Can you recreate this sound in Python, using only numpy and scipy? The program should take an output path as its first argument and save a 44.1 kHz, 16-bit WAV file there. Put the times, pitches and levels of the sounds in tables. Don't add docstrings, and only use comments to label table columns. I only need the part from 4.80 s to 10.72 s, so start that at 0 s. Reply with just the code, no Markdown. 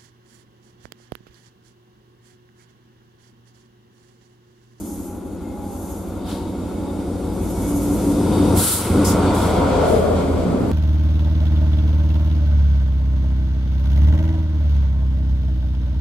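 import sys
import numpy as np
from scipy.fft import rfft, irfft, next_fast_len
from scipy.io import wavfile
from scipy.ndimage import map_coordinates

SR = 44100
rng = np.random.default_rng(int(sys.argv[2]) if len(sys.argv) > 2 else 0)


def master(y):
    cut = np.clip(np.atleast_2d(y).T, -1, 1)
    pcm = np.round(cut * 32767)
    wavfile.write(sys.argv[1], SR, pcm.astype(np.int16))


N = 260895
T = np.arange(N) / SR
SPEED_M_PER_S, SOUND_M_PER_S, CRANK_HZ = 18.3, 343, 5.712
STACK_S, STACK_M = 4.78, 5

# (multiple of crank speed, level [dB])
THROB_ORDERS = [(1, -37), (2, -35), (3, -36), (4, -35), (5, -32), (6, -14), (7, -20), (8, -20), (9, -4),
                (10, -12), (11, -4), (12, -13), (13, -4), (14, -18), (15, 0), (16, -4), (17, -16),
                (18, -18)]
# (start [s], end [s], multiple of crank speed, lift [dB])
BOOMS = [(2.45, 3.35, 9, 7), (3.35, 6.5, 15, 7), (4.15, 4.95, 10, 8)]
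# (time [s], level [dB])
THROB_LEVEL = [(0.0, -39), (1.7, -31.5), (2.38, -30.5), (2.6, -26.5), (3.34, -26.5), (3.77, -18.5),
               (3.88, -32), (4.08, -29), (4.11, -20), (4.93, -25), (5.38, -22.5), (5.42, -27),
               (5.55, -20.5), (5.7, -29), (5.9, -26)]
# (multiple of crank speed, level [dB])
DRONE_ORDERS = [(19, -2.5), (27, -5), (30, 2.5), (33, -17), (34, 1), (37, -14), (38, -5), (41, -7),
                (56, -11), (63, -2), (79, -2), (84, -7.5), (91, -6.5), (120, -37)]
# (start [s], end [s], multiple of crank speed, level [dB], phase roughness [rad])
HUMS = [(1.45, 3.15, 79, -43, .3), (2.03, 2.45, 47, -36, 1), (2.83, 3.18, 48, -24, .3),
        (3.26, 3.42, 48, -21.5, .3), (3.25, 3.75, 38, -29.5, .5), (3.56, 3.76, 48, -22.5, .6),
        (4.1, 4.24, 47, -22.5, 1.3), (4.14, 4.26, 33, -24, 1), (4.33, 4.55, 48, -23, 1),
        (4.6, 4.72, 30, -22.5, .4), (4.79, 4.87, 50, -25, .5), (5.35, 5.75, 50, -28.5, .4)]
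# (frequency [Hz], level [dB per Hz])
EXHAUST_SPECTRUM = [(30, -41), (55, -10), (100, -3.5), (135, -5), (165, -2.5), (190, -1), (235, -4.5),
                    (280, -1.5), (350, -4.5), (420, -9), (520, -13), (800, -36)]
# (frequency [Hz], gain [dB])
GROUND_COLOUR = [(60, -3), (105, -28), (135, -20), (165, -5), (210, 0.5), (270, 3.5), (350, 2), (400, -2),
                 (450, -8.5), (550, 0)]
# (frequency [Hz], gain [dB])
BEHIND_COLOUR = [(130, -1.5), (190, -1), (270, -2.5), (335, -11), (400, -4), (460, -11), (600, 0)]
# (start [s], end [s], change [dB])
DIPS = [(3.825, 4.075, -14), (4.23, 4.292, -4), (5.706, 5.905, 2.5)]
# (frequency [Hz], level [dB per Hz])
ROAR_SPECTRUM = [(220, -33), (380, -3), (470, 1.5), (620, -1.5), (730, -2.5), (900, -16.5), (1300, -14.5)]
# (frequency [Hz], level [dB per Hz])
RASP_SPECTRUM = [(500, -49), (780, -0.5), (930, -2.5), (1150, -4.5), (1400, -2.5), (1600, -17), (1900, -23),
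                 (3000, -23)]
# (frequency [Hz], level [dB per Hz])
DISC_SPECTRUM = [(560, -14), (660, -1.5), (720, 2.5), (800, -3), (940, 2), (1030, -3.5), (1120, -3.5),
                 (1300, -16), (1410, -8), (1550, -18)]
# (time [s], level [dB])
DISC_LEVEL = [(0, -59), (1.15, -46.5), (1.52, -41.5), (1.8, -45.5), (2.7, -43.5), (3.3, -38.5), (3.76, -29),
              (4.15, -33), (4.5, -28.5), (5, -35.5), (5.5, -50)]
# (frequency [Hz], level [dB per Hz])
RAIL_MIDDLE_SPECTRUM = [(1000, 5), (1800, 0), (2200, 6), (2750, -1), (3300, 4), (3700, 1), (4200, -1),
                        (4600, -0.5), (5500, -5.5), (8000, -5), (15000, -28)]
# (frequency [Hz], level [dB per Hz])
RAIL_HISS_SPECTRUM = [(2650, -9), (4500, -1.5), (5600, -1.5), (6400, -1.5), (7020, 0), (7710, 2), (8720, 6),
                      (12500, -1.5), (15000, -12), (15500, -44)]
# (frequency [Hz], level [dB per Hz])
RAIL_SONG_SPECTRUM = [(5000, -25), (5900, -2), (6450, 3.5), (6950, 6), (7300, 3.5), (7700, -3.5),
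                      (8800, -2), (10200, 3), (11500, 2), (12900, 4), (14000, -3), (15200, -18)]
# (start [s], end [s], level [dB])
SONGS = [(-.2, 0.294, -46.5), (0.87, 1.25, -49), (2.647, 3.37, -44)]
# (frequency [Hz], level [dB per Hz])
RAIL_PEAK_SPECTRUM = [(2850, -4), (3150, -8), (3430, 4), (3700, -2), (3980, -28), (4350, 2), (4900, -20)]
# (time [s], level [dB])
RAIL_PEAK_LEVEL = [(0, -76), (1.35, -62), (1.5, -52), (1.7, -56), (2.6, -59), (3.1, -64), (3.55, -43.5),
                   (4.1, -57), (4.5, -44), (5.1, -53), (5.6, -70)]
# (start [s], end [s], frequency [Hz], width [Hz], level [dB])
WHINES = [(-.3, .6, 824, 16, -49), (.58, 1.2, 831, 16, -45.5), (.68, 1.02, 800, 20, -48),
          (.75, 3.1, 560, 22, -45), (1.55, 1.68, 905, 20, -43), (1.8, 2.95, 842, 14, -44.5),
          (4.6, 5.02, 945, 20, -34.5), (.6, .8, 2130, 60, -62), (1.2, 2.7, 2215, 50, -65),
          (2.55, 3.05, 2223, 40, -55.5), (.38, .8, 6850, 180, -64), (.95, 1.6, 7130, 140, -67),
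          (1.55, 2.3, 7170, 70, -60), (2.65, 3.15, 6930, 120, -58)]
# (frequency [Hz], level [dB per Hz])
AIR_SPECTRUM = [(22, -8), (35, -14), (70, 12), (130, -6), (400, -45)]
# (start [s], rise [s], hold [s], fall by 60 dB [s], level [dB],
#                  grinding below 5 kHz [dB], edge at 5-7 kHz [dB])
SCRAPES = [(1.425, .07, .02, .6, -43, 5, -4), (3.73, .06, .15, .55, -19.2, -9.5, -25),
           (4.238, .012, .05, .22, -27, -16, -.5), (4.525, .025, .08, .7, -35.5, -5, -6),
           (4.96, .14, .03, .8, -42.5, -5, -5)]
# (frequency [Hz], level [dB per Hz])
FLANGE_SPECTRUM = [(3000, -13), (4600, 1), (6000, -2), (7500, 5.5), (9300, 10.5), (11000, 9.5), (13000, 5),
                   (14500, -2), (15700, 1)]
GRIND_SPECTRUM = [(700, -14), (1100, -1), (1400, 5), (1850, -8), (2700, -5), (3400, 2), (3900, 2),
                  (5000, -3), (8000, -20)]
EDGE_SPECTRUM = [(4200, -12), (4700, 1), (6000, -1), (7300, 0), (9000, -12), (12000, -20)]
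# (frequency [Hz], level [dB per Hz])
THROAT_SPECTRUM = [(170, -6), (215, 2), (260, -4), (330, 2), (385, 4), (440, -13)]
# (frequency [Hz], level [dB per Hz])
WAKE_SPECTRUM = [(25, -4), (45, -3), (60, 8), (90, -13), (130, 1), (190, -5)]
# (start [s], end [s], level [dB])
SQUEALS = [(4.12, 4.18, -49), (4.215, 4.275, -43), (4.275, 4.435, -48), (4.435, 4.51, -43.5),
           (4.51, 4.72, -49.5)]
# (frequency [Hz], level [dB per Hz])
FAN_SPECTRUM = [(330, -30), (420, 11), (470, 7), (540, 2), (620, 9), (720, 5), (850, -25), (1200, -13)]
# (time [s], frequency [Hz])
REFLECTION_SWEEP = [(4.8, 780), (5.0, 705), (5.2, 620), (5.4, 570)]
# (frequency [Hz], coherence)
COHERENCE = [(60, 0.87), (250, 0.95), (500, 0.76), (1000, 0.8), (2000, 0.64), (4000, 0.66), (8000, 0.087),
             (12000, 0.083)]
# (frequency [Hz], level [dB])
LEFT_MINUS_RIGHT = [(60, -1.5), (140, 0.6), (210, -0.4), (330, 0.9), (500, 4), (770, 0.2), (1170, 2),
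                    (1790, 0.8), (6410, 0.7), (9810, 1.5), (15000, -4)]
# (time level [s], nearest distance [m], level there [dB],
#          fall per tenfold distance [dB], change far past [dB])
EXHAUST_PASS = (4.05, 10.5, -16.5, 20, -2.5)
GAS_PASS = (5.5, 17, -22, 18.5, 5)
FRONT_ROAR_PASS = (4, 3.5, -28, 25, -7)
REAR_ROAR_PASS = (5, 9.5, -23, 24.5, 2.5)
RASP_PASS = (5, 12.5, -27.5, 24, -5.5)
RING_PASS = (4.5, 11.5, -38, 27, 2)
HISS_PASS = (4, 14.5, -39.5, 34, -8)
WAKE_PASS = (5, 6, -28, 40, 0)


def amp(db):
    return np.exp(np.asarray(db) * (np.log(10) / 20))


def unit(x):
    return x / np.sqrt(np.mean(x ** 2) + 1e-20)


def along(points, hz):
    f, v = np.transpose(points)
    return np.interp(np.log(hz + 1), np.log(f + 1), v)


def over_time(points):
    return np.interp(T, *np.transpose(points))


def wobble(rate):
    coarse = T[::64]
    knots = rng.standard_normal(int(T[-1] * rate) + 4)
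    return np.interp(T, coarse, map_coordinates(knots, [coarse * rate]))


def spell(start, end, edge_s):
    return (np.tanh((T - start) / (2 * edge_s)) - np.tanh((T - end) / (2 * edge_s))) / 2


def filtered(x, response):
    m = next_fast_len(N + SR // 4)
    return irfft(rfft(x, m) * response(np.fft.rfftfreq(m, 1 / SR)), m)[..., :N]


def rush(spectrum, ripple_db, spacing_hz):
    def response(hz):
        ripple = np.interp(hz / spacing_hz, np.arange(4096), rng.standard_normal(4096))
        upper_skirt = 1 / (1 + (hz / spectrum[-1][0]) ** 4)
        lower_skirt = 1 / (1 + (spectrum[0][0] / (hz + 1)) ** 4)
        turn = np.arccos(np.clip(along(COHERENCE, hz), -1, 1)) / 2
        colour = upper_skirt * lower_skirt * amp(along(spectrum, hz) + ripple_db * ripple)
        return colour * np.array([np.cos(turn), np.sin(turn)])
    mid, side = filtered(rng.standard_normal((2, N)), response)
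    return np.array([mid + side, mid - side]) / np.std(mid)


def narrow(pitch, width_hz, clean):
    phase = (2 * np.pi * (np.cumsum(pitch + 0 * T) / SR % 1)).astype(np.float32)

    def line(steady):
        return (steady + wobble(width_hz)) * np.cos(phase) + wobble(width_hz) * np.sin(phase)
    mid, side = line(clean), line(0)
    return unit(np.array([mid + side / 2, mid - side / 2]))


def passing(level_s, reach_m, db, fall_db, past_db):
    along_m = SPEED_M_PER_S * (T - level_s)
    distance_m = np.hypot(along_m, reach_m)
    spreading_db = -fall_db * np.log10(distance_m / abs(reach_m))
    return amp(db + spreading_db + past_db * np.maximum(along_m / distance_m, 0))


def receding(level_s=STACK_S, reach_m=STACK_M):
    along_m = SPEED_M_PER_S * (T - level_s)
    return along_m / np.hypot(along_m, reach_m)


def doppler(x, level_s, reach_m):
    delay = np.hypot(SPEED_M_PER_S * (T - level_s), reach_m) / SOUND_M_PER_S
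    return np.array([np.interp((T - delay) % T[-1], T, channel) for channel in x])


def place(x, width_db):
    mid = (x[0] + x[1]) / 2
    side = (x[0] - x[1]) / 2 * amp(width_db)
    lag = np.interp(T, [4.3, 5.4], [0, 4e-5]) * SR
    return np.array([mid + side, map_coordinates(mid - side, [np.arange(N) - lag])])


def crank_angle():
    turns = np.cumsum(CRANK_HZ / (1 + receding() * SPEED_M_PER_S / SOUND_M_PER_S)) / SR
    strongest_s = .962
    return 2 * np.pi * (turns - np.interp(strongest_s, T, turns))


def throb(angle):
    scatter = np.interp(T, [2, 3.5], [.35, 1.1])
    wave, power = np.zeros((2, N)), np.zeros(N)
    for k, db in THROB_ORDERS:
        lift = sum(lift_db * spell(start, end, .08) for start, end, multiple, lift_db in BOOMS
                   if multiple == round(k))
        gain = amp(db + lift)
        lag = rng.normal(0, .85) + scatter * wobble(1.2) + .2 * wobble(7)
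        lag = lag + .2 * rng.standard_normal((2, 1))
        wave += gain * np.cos((round(k) * angle + lag).astype(np.float32))
        power += gain ** 2 / 2
    return amp(1.5) * wave / np.sqrt(power)


def tone(angle, multiple, waver_db, drift):
    phase = round(multiple) * angle + drift * wobble(3.04) + rng.uniform(0, 2 * np.pi)
    return np.sqrt(2) * amp(waver_db * wobble(2.93)) * np.cos(phase)


def bark(angle, spectrum, count=3, size=4096):
    hz = np.arange(size // 2 + 1) * CRANK_HZ / (1 - SPEED_M_PER_S / SOUND_M_PER_S)
    pipe = amp(along(spectrum, hz)) * (hz > 105) * (hz < spectrum[-1][0])
    out = np.zeros((2, N))
    for _ in range(count):
        cycle = irfft(pipe * np.exp(2j * np.pi * rng.random(len(hz))))
        wave = np.interp(angle / (2 * np.pi) % 1, np.arange(size) / size, cycle)
        out += wave * (1 + 0.34 * wobble(2.986) + 0.25 * np.array([wobble(2.335), wobble(2.0)]))
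    return unit(out)


def engine(roar, dip):
    angle = crank_angle()
    near_m, blend_m = 44, 13.4
    stack_along_m = SPEED_M_PER_S * np.abs(T - STACK_S)
    near = (1 + np.tanh((near_m - stack_along_m) / (2 * blend_m))) / 2
    drone = unit(sum(amp(db) * tone(angle, k, waver_db=1.5, drift=0.6) for k, db in DRONE_ORDERS))
    firing = np.cos(12 * angle)
    turbulence = rush(EXHAUST_SPECTRUM, ripple_db=3.5, spacing_hz=8.8)
    gas = passing(*GAS_PASS) * turbulence * (1 + 0.5 * firing)
    pulses = amp(-6.5) * drone + amp(-2.5) * bark(angle, EXHAUST_SPECTRUM)
    exhaust = passing(*EXHAUST_PASS) * pulses + gas
    distant = filtered(exhaust, lambda hz: amp(along(GROUND_COLOUR, hz)))
    behind = filtered(exhaust, lambda hz: amp(along(BEHIND_COLOUR, hz)))
    past = np.maximum(receding(), 0) ** 2
    exhaust = (1 - past) * exhaust + past * behind
    clatter = amp(-4.0) * roar * bark(angle, ROAR_SPECTRUM)
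    bass = amp(-2 + over_time(THROB_LEVEL)) * throb(angle)
    return bass + dip * (near * exhaust + (1 - near) * distant + clatter + hums(angle))


def wheel_roar(roar):
    noise = rush(ROAR_SPECTRUM, ripple_db=2.5, spacing_hz=14)
    return roar * amp(-1.84 + 0.32 * wobble(13)) * doppler(noise, level_s=4.8, reach_m=6)


def wheel_rasp():
    bright_m, brightest_s = 10, 4.33
    dull_hz = 1050
    level = np.hypot(passing(*RASP_PASS), amp(-3.5) * passing(*FRONT_ROAR_PASS))
    rasp = level * amp(1.1 * wobble(18)) * rush(RASP_SPECTRUM, ripple_db=1.9, spacing_hz=21.78)
    dull = filtered(rasp, lambda hz: 0.51 + 0.33 / (1 + (hz / dull_hz) ** 10))
    close = np.exp(-(SPEED_M_PER_S * (T - brightest_s) / bright_m) ** 2)
    return close * rasp + (1 - close) * dull


def wheel_discs():
    return amp(over_time(DISC_LEVEL)) * rush(DISC_SPECTRUM, ripple_db=3.0, spacing_hz=18)


def blurring(spectrum, ripple_db, spacing_hz):
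    turn = np.pi / 2 * np.interp(T, [3.6, 4.5], [0, 1])
    resonant = rush(spectrum, ripple_db, spacing_hz)
    even = rush(spectrum, 0.93, spacing_hz)
    return np.cos(turn) * resonant + np.sin(turn) * even


def rails():
    singing = sum(amp(db) * spell(start, end, 0.056) for start, end, db in SONGS)
    ring = passing(*RING_PASS) * amp(1.2 * wobble(18))
    ring = ring * blurring(RAIL_MIDDLE_SPECTRUM, ripple_db=3.0, spacing_hz=35.46)
    hiss = np.hypot(passing(*HISS_PASS), amp(-4) * singing) * amp(0.4 * wobble(23.1))
    hiss = hiss * blurring(RAIL_HISS_SPECTRUM, ripple_db=4.0, spacing_hz=32.0)
    song = (amp(-60.5) + singing) * amp(1.8 * wobble(35))
    song = song * rush(RAIL_SONG_SPECTRUM, ripple_db=4.5, spacing_hz=36.4)
    peak_noise = rush(RAIL_PEAK_SPECTRUM, ripple_db=2.5, spacing_hz=39.9)
    peak_gain = amp(over_time(RAIL_PEAK_LEVEL) + 1.8 * wobble(20))
    return ring + hiss + song + peak_gain * doppler(peak_noise, level_s=4.7, reach_m=5)


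def whines():
    out = np.zeros((2, N))
    for start, end, hz, width_hz, db in WHINES:
        progress = np.clip((T - start) / (end - start), 0, 1)
        swell = np.sqrt(np.abs(np.sin(np.pi * progress)))
        out += swell * amp(db) * narrow(hz, width_hz, clean=1.5)
    return out


def air():
    return amp(-47) * unit(place(rush(AIR_SPECTRUM, ripple_db=-4, spacing_hz=22), 12))


def flanges():
    hiss, grind, edge = np.zeros((3, N))
    for start, rise, hold, fall, db, grind_db, edge_db in SCRAPES:
        decay_db = 60 * np.maximum(T - start - rise - hold, 0) / fall
        contact = np.clip((T - start) / rise, 0, 1) ** 2 * amp(db - decay_db)
        hiss += contact
        edge += contact * amp(edge_db)
        grind += contact * amp(grind_db)
    sound = hiss * rush(FLANGE_SPECTRUM, ripple_db=3.0, spacing_hz=45.9)
    sound += grind * rush(GRIND_SPECTRUM, ripple_db=2.5, spacing_hz=40.46)
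    sound += edge * rush(EDGE_SPECTRUM, ripple_db=3.5, spacing_hz=45.0)
    flutter = amp(.6 * wobble(60))
    return amp(-3.0) * sound * flutter


def hums(angle):
    out = np.zeros(N)
    for start, end, multiple, db, rough in HUMS:
        phase = multiple * angle + rough * wobble(30) + rng.uniform(0, 2 * np.pi)
        level = amp(db + 3 * np.tanh(wobble(24.02))) * spell(start, end, .015)
        out += level * np.sqrt(2) * np.cos(phase.astype(np.float32))
    return out


def engine_room():
    level = amp(-24.5 + 1.7 * wobble(25)) * spell(4.1, 4.5, .02)
    return level * rush(THROAT_SPECTRUM, ripple_db=3, spacing_hz=12)


def wake():
    push = passing(*WAKE_PASS) * rush(WAKE_SPECTRUM, ripple_db=0.0, spacing_hz=22)
    return place(push, 3) * spell(4.1, 4.94, .04)


def squeal():
    away = receding(level_s=4.8, reach_m=4.2)
    pitch = 7755 / (1 + away * SPEED_M_PER_S / SOUND_M_PER_S)
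    fits = sum(amp(db) * spell(start, end, .007) for start, end, db in SQUEALS)
    return fits * narrow(pitch, width_hz=150, clean=1.1)


def radiator():
    middle_s, half_length_s = 5.135, 0.26
    facing = np.exp(-((T - middle_s) / half_length_s) ** 2)
    centre = over_time(REFLECTION_SWEEP)
    reflected = narrow(centre, width_hz=70, clean=0) + narrow(.7 * centre, width_hz=70, clean=0)
    fans = doppler(rush(FAN_SPECTRUM, ripple_db=2.0, spacing_hz=14), level_s=5.1, reach_m=2.464)
    return facing * (amp(-24) * fans + amp(-26) * reflected)


def scene():
    dip_db = sum(db * spell(start, end, 0.029) for start, end, db in DIPS)
    dip = amp(dip_db)
    width_db = 5.5 * (1 + receding()) / 2
    roar = np.hypot(passing(*FRONT_ROAR_PASS), passing(*REAR_ROAR_PASS))
    body = engine(roar, dip) + radiator()
    body = body + dip * (wheel_roar(roar) + wheel_discs() + engine_room())
    body = body + amp(0.38 * dip_db) * wheel_rasp()
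    track = rails() + flanges() + whines() + squeal()
    return place(body, width_db) + place(track, .5 * width_db) + air() + wake()


def record(dry):
    top_hz = 15700
    halves = np.array([[.5], [-.5]])
    return filtered(dry, lambda hz: amp(along(LEFT_MINUS_RIGHT, hz) * halves) * (hz < top_hz))


dry = scene()
out = record(dry)
master(out)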